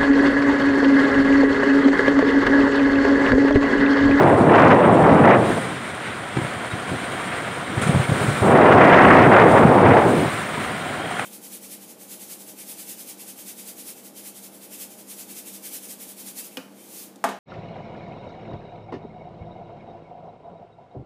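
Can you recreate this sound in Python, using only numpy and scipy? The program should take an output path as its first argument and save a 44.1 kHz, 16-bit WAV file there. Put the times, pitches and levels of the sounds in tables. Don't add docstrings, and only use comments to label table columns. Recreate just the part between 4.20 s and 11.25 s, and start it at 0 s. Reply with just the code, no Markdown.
import sys
import numpy as np
from scipy import signal
from scipy.fft import rfft, irfft, next_fast_len
from scipy.io import wavfile
from scipy.ndimage import uniform_filter1d, minimum_filter1d, map_coordinates

SR = 44100
rng = np.random.default_rng(int(sys.argv[2]) if len(sys.argv) > 2 else 0)


def wav_record(signal):
    frames = np.transpose(np.atleast_2d(signal))
    bounded = np.clip(frames, -1, 1)
    quanta = np.round(bounded * 32767).astype(np.int16)
    wavfile.write(sys.argv[1], SR, quanta)


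def rack_gain(trim_db):
    fader = np.asarray(trim_db, float)
    return 10 ** (fader / 20)


N = 310904
SPLIT_HZ = 7950
RAIN_MEAN_DB = -45.5


def unit(x):
    return x / np.sqrt(np.mean(x ** 2) + 1e-20)


def curve(rows):
    start_s, level_db = np.transpose(rows)
    return np.interp(np.arange(N) / SR, start_s, level_db)


def wobble(rate):
    return map_coordinates(rng.standard_normal(N // 100), [np.arange(N) * rate / SR])


def filtered(x, response):
    m = next_fast_len(N + 8192)
    return irfft(rfft(x, m) * response(np.fft.rfftfreq(m, 1 / SR)), m)[..., :N]


def rush(spectrum, patchy_db):
    z = signal.stft(rng.standard_normal(N + 512), nperseg=512)[2]
    field = uniform_filter1d(rng.standard_normal(z.shape), size=6, axis=0)
    field = uniform_filter1d(field, size=5, axis=1)
    noise = signal.istft(z * rack_gain(patchy_db * unit(field)), nperseg=512)[1][:N]
    f, db = np.transpose(spectrum)
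    return unit(filtered(noise, lambda hz: rack_gain(np.interp(np.log(hz + 1), np.log(f), db, -120, -120))))


def knocks(rows):
    out = np.zeros(N + SR)
    t = np.arange(SR // 5) / SR
    for start_s, peak_db, pitch_hz, swell_s, puff_db in rows:
        edges_hz = [min(1.8 * pitch_hz, 1300), min(6 * pitch_hz, 2400)]
        band = signal.butter(2, edges_hz, "band", fs=SR, output="sos")
        puff = unit(signal.sosfilt(band, rng.standard_normal(len(t))))
        swing = np.sin(2 * np.pi * pitch_hz * t) + rack_gain(puff_db - 4.5) * puff
        u = t / swell_s
        swell = (u * np.exp(1 - u)) ** 2
        out[round(start_s * SR):][:len(t)] += rack_gain(peak_db - 6.5) * swell * swing
    return out[:N]


def capped(db, top_db):
    knee_db = 1.5
    return -knee_db * np.logaddexp(-db / knee_db, -top_db / knee_db)


# start_s, level_db
WIRE_MOAN = [(0.0, -47), (1.7, -43), (2.1, -42), (3.2, -39.5), (6.2, -44), (6.52, -37.5), (6.8, -35),
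             (7.05, -32.5)]
# pitch_hz, width_hz, level_db
WIRE_BANDS = [(737, 154, 2.5), (1410, 170, -5), (3170, 320, -10)]


def wires():
    def bands(f):
        return sum(rack_gain(db) / (1 + ((f - hz) / (width / 2)) ** 2) for hz, width, db in WIRE_BANDS)
    return rack_gain(curve(WIRE_MOAN) + 1.7 * wobble(16)) * unit(filtered(rng.standard_normal(N), bands))


# pitch_hz, level_db
TREE_SPECTRUM = [(22, -26), (70, -5), (120, 2.5), (400, -1), (720, -1), (850, -6.5), (950, -2), (1400, -1),
                 (2300, -5), (2550, -10), (3700, -13.5), (4600, -21.5), (6000, -26.5), (8000, -62)]


def trees(steady_db, sheet_db, swell_db):
    wash_db = -31 + 0.83 * (steady_db - RAIN_MEAN_DB) + 0.52 * sheet_db
    sway_db = 1.5 + 0.5 * swell_db + 0.6 * wobble(60)
    return rack_gain(wash_db + sway_db) * rush(TREE_SPECTRUM, patchy_db=0.7)


# start_s, level_db
RAIN_LEVEL = [(0.0, -50), (0.21, -48.5), (0.51, -51.5), (0.76, -49), (1.12, -50), (1.27, -41.5),
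              (1.61, -46), (2.04, -48.5), (2.22, -45), (2.61, -46.5), (2.75, -44.5), (3.51, -45),
              (4.16, -39), (4.4, -47), (5.36, -45), (5.7, -47.5), (5.99, -40.5), (7.05, -47)]
# start_s, over_hiss_db, dying_s
RAIN_SHEETS = [
    (0.17, 6, .05),
    (0.72, 4, .04),
    (3.61, 2.5, 0.42),
    (3.611, 13.5, 0.039),
    (3.665, 8, .03),
    (4.82, 3.5, .1),
    (5.3, 4, 0.14),
    (6.9, 4, 0.38),
]


def rainfall():
    t = np.arange(N) / SR
    sheet_db = np.zeros(N)
    for start_s, over_db, dying_s in RAIN_SHEETS:
        strike = np.clip((t - start_s) / 0.01, 0, 1)
        sheet_db += over_db * strike * np.exp(-np.abs(t - start_s) / dying_s)
    return curve(RAIN_LEVEL), sheet_db


# pitch_hz, level_db
RAIN_SPECTRUM = [(2940, -43), (5000, -28), (6370, -8.5), (7400, -4), (7870, -2), (8500, 1.5), (8820, 2.5),
                 (12000, -20), (15600, -46), (22000, -120)]
# pitch_hz, level_db
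SPRAY_SPECTRUM = [(6470, -34), (11000, -8.5), (11900, -8), (15100, -7), (15800, -6)]


def rain(steady_db, sheet_db, swell_db, flow_db):
    t = np.arange(N) / SR
    drops = (rng.random(N) < .0012) * rng.exponential(40, N)
    ticks = 1 + 1.8 * uniform_filter1d(drops, size=60)
    spray_db = -20 + 1.02 * t
    spray_db += 0.3 * (steady_db - RAIN_MEAN_DB) - 0.5 * sheet_db
    spray_db += 0.3 * np.clip(uniform_filter1d(flow_db, size=4000) + 6, 0, 12)
    hiss = unit(ticks ** .39 * rush(RAIN_SPECTRUM, patchy_db=-1.2))
    spray = rack_gain(spray_db) * unit(ticks ** .25 * rush(SPRAY_SPECTRUM, patchy_db=0.5))
    return rack_gain(steady_db + sheet_db + swell_db) * (hiss + spray)


# start_s, peak_db, pitch_hz, swell_s, noise_over_peak_db
NEAR_TAPS = [
    (3.63, -17, 1400, 0.0056, -2),
    (3.66, -20, 1360, 0.004, -9),
    (6.371, -16.5, 970, 0.0056, -17),
    (6.908, -14, 750, 0.0043, -7),
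    (6.994, -8.5, 764, 0.0021, -1),
    (1.81, -35.0, 890, 0.052, 13.5),
    (2.2, -38, 920, .035, 5),
    (3.1, -32, 1200, 0.038, 12),
    (2.5, -32, 3800, 0.015, -4),
]


def taps():
    return knocks(NEAR_TAPS)


def storm(flow_db):
    steady_db, sheet_db = rainfall()
    swell_db = 0.66 * wobble(11) + 0.72 * wobble(45)
    return trees(steady_db, sheet_db, swell_db) + rain(steady_db, sheet_db, swell_db, flow_db) + taps()


# start_s, flow_db
WIND_FLOW = [(0.0, -13.5), (1.16, -13.5), (1.29, -22.5), (1.44, -35.5), (1.52, -38), (1.7, -55.5),
             (3.4, -60), (3.53, -37.5), (4.2, -32), (4.23, -15.5), (4.34, -12), (4.75, -7), (5.25, -10.5),
             (5.8, -13), (5.92, -16.5), (6.06, -25), (6.13, -57), (7.05, -50)]
# middle_s, half_length_s, change_db
WIND_SURGES = [(0.036, .03, 1.5), (0.214, 0.06, -1), (0.419, 0.12, 4), (0.526, 0.021, 4), (0.61, .03, 0.5),
               (0.693, 0.0093, 2.5), (0.922, 0.079, 2.5), (1.087, 0.064, 4), (1.31, 0.011, 4.5),
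               (1.38, 0.013, 7), (1.894, 0.036, 17), (2.185, 0.027, 21), (2.26, 0.033, 10),
               (2.554, 0.024, 7), (2.725, .04, 18), (3.734, 0.054, 10), (3.855, .03, -8), (3.91, 0.027, 2),
               (4.175, 0.029, -8), (4.508, 0.047, 1), (4.778, .022, 0), (5.093, .025, -2.5),
               (5.188, 0.037, 2), (5.507, 0.11, -0.5), (5.7, 0.078, 2), (5.78, .022, 3), (5.827, 0.029, 0),
               (6.39, 0.023, 16), (6.536, 0.038, 17.5), (6.82, 0.03, 9)]


def flow():
    full_gust_db = -12
    t = np.arange(0, N + 32, 32) / SR
    surge_db = sum(db * np.exp(-((t - middle) / half) ** 4) for middle, half, db in WIND_SURGES)
    return curve(WIND_FLOW) - full_gust_db + np.interp(np.arange(N) / SR, t, surge_db)


# start_s, peak_db
OVERLOADS = [(.3576, -28), (.3976, -29), (.4218, -33), (.4518, -31), (.4635, -33), (.4819, -29),
             (.5161, -28), (.92, -31), (4.3774, -33), (4.4564, -31), (4.55, -31), (4.609, -31),
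             (4.6455, -28), (4.6507, -29), (4.6805, -31), (4.7161, -31), (4.7463, -24), (4.7595, -31),
             (4.7688, -28), (4.7784, -29), (4.7902, -30), (4.8205, -25), (4.9034, -31), (4.9652, -30),
             (4.9911, -27), (5.028, -28), (5.1368, -30), (5.1652, -28), (5.2002, -26), (5.6962, -32)]


def crackle(rasp_db):
    kink_db = 28
    strength = np.clip((rasp_db + 28) / 12, 0, 1) ** 2
    swarm = rng.random(N) < 280 / SR * strength
    kinks = swarm * rack_gain(-39.5 + kink_db + 2.5 * rng.standard_normal(N))
    start_s, peak_db = np.transpose(OVERLOADS)
    kinks[np.round(start_s * SR).astype(int)] = rack_gain(peak_db + kink_db - 2.5)
    kinks *= rng.choice([-1, 1], N)

    def click_colour(hz):
        fall = (4000 / np.maximum(hz, 4000)) ** 2.8
        return (hz < SPLIT_HZ) * fall / (1 + (2600 / (hz + 1)) ** 4)
    return filtered(kinks, click_colour)


# start_s, peak_db, pitch_hz, edge_over_peak_db
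PORT_THUMPS = [(2.164, -9, 147, -9), (2.169, -6.5, 310, -7), (2.185, -12, 300, -3), (2.179, -10, 135, -21),
               (2.194, -10, 310, -14), (2.214, -12.5, 125, -14), (2.244, -14, 164, -17),
               (2.334, -20, 249, -12), (2.363, -19, 117, -17), (2.532, -12.5, 114, -20),
               (2.714, -11.5, 141, -10), (2.761, -20, 139, -13), (3.571, -6.5, 113, -11),
               (3.664, -8, 170, -13), (3.69, -2, 150, -15), (3.743, -2.5, 120, -8), (3.756, -2, 202, -17),
               (3.765, -4, 120, -10), (3.794, -3, 128, -14), (3.89, -3, 157, -22), (3.915, -4, 122, -8),
               (4.01, -7.5, 130, -6), (4.034, -11, 157, -9), (4.08, -4, 126, -12), (4.109, -15, 154, -16),
               (4.214, -4, 108, -8), (6.03, -12, 206, -14), (6.054, -11, 164, -3), (6.074, -14, 119, 1)]


def thumps():
    return knocks([(s, db, hz, 0.87 / hz, edge_db) for s, db, hz, edge_db in PORT_THUMPS])


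# pitch_hz, level_db
RUMBLE_SPECTRUM = [(30, -17), (60, -17.5), (100, -3.5), (170, -0.5), (280, -2), (500, -13), (1000, -70)]


def rumble(low_db, lump_db, weak):
    return rack_gain(low_db + lump_db - 2.9 * weak) * rush(RUMBLE_SPECTRUM, patchy_db=-2.0)


# pitch_hz, level_db
ROAR_SPECTRUM = [(100, -19), (200, -8.5), (350, -1), (700, -1), (1100, -8.5), (1800, -24), (3500, -64)]


def roar(flow_db, lump_db):
    level_db = capped(-12 + flow_db, top_db=-9.5)
    whole = rack_gain(level_db + 1.3 * lump_db + 0.31 * wobble(110)) * rush(ROAR_SPECTRUM, patchy_db=0.5)
    upper = filtered(whole, lambda hz: 1 / (1 + (500 / (hz + 1)) ** 3))
    tilt_db = 0.4 * np.clip(flow_db, -9, 6)
    return rack_gain(tilt_db) * upper + rack_gain(-tilt_db / 2) * (whole - upper)


# pitch_hz, level_db
RASP_SPECTRUM = [(500, -40), (900, 0.5), (1300, 2), (2000, -1), (2300, -6.5), (2800, -12.5), (3800, -26),
                 (5000, -67)]


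def rasp(rasp_db, lump_db):
    flutter_db = 1.3 * wobble(40) + 2.6 * wobble(130)
    return rack_gain(rasp_db + 1.1 * lump_db + flutter_db) * rush(RASP_SPECTRUM, patchy_db=0.5)


def buffet(flow_db):
    low_db = capped(-15.5 + 0.57 * flow_db, top_db=-14.5) - 1.5 * wobble(11)
    rasp_db = -24 + 2.48 * flow_db
    weak = np.clip((-23.5 - low_db) / 12, 0, 1)
    lump_db = (0.6 + 1.3 * weak) * wobble(45)
    eddies = rumble(low_db, lump_db, weak) + roar(flow_db, lump_db) + rasp(rasp_db, lump_db)
    return eddies + thumps() + crackle(rasp_db)


def scene():
    flow_db = flow()
    return (wires() + storm(flow_db) + buffet(flow_db))[None]


def roll_off(x):
    return signal.sosfilt(signal.butter(12, 16950, fs=SR, output="sos"), x)


def record(dry):
    x = filtered(dry, lambda hz: 1 / np.sqrt(1 + (75 / (hz + 1)) ** 4.2))
    loud = np.sqrt(np.abs(uniform_filter1d(x ** 2, size=1100)))
    x = x * np.minimum(1, .27 / (loud + 1e-9)) ** .45
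    low = filtered(x, lambda hz: hz < SPLIT_HZ)
    need = np.minimum(1, .95 / (np.abs(low) + 1e-9)) ** .95
    held = low * uniform_filter1d(minimum_filter1d(need, size=90), size=60)
    squeezed = held / (1 + np.abs(held / .885) ** 12) ** (1 / 12)
    joined = filtered(squeezed, lambda hz: hz < SPLIT_HZ) + x - low

    def seam(hz):
        return (1 - .7 * np.exp(-((hz - SPLIT_HZ) / 90) ** 2)) * (hz < 15740)
    return roll_off(filtered(joined, seam))


dry = scene()
out = record(dry)
wav_record(out)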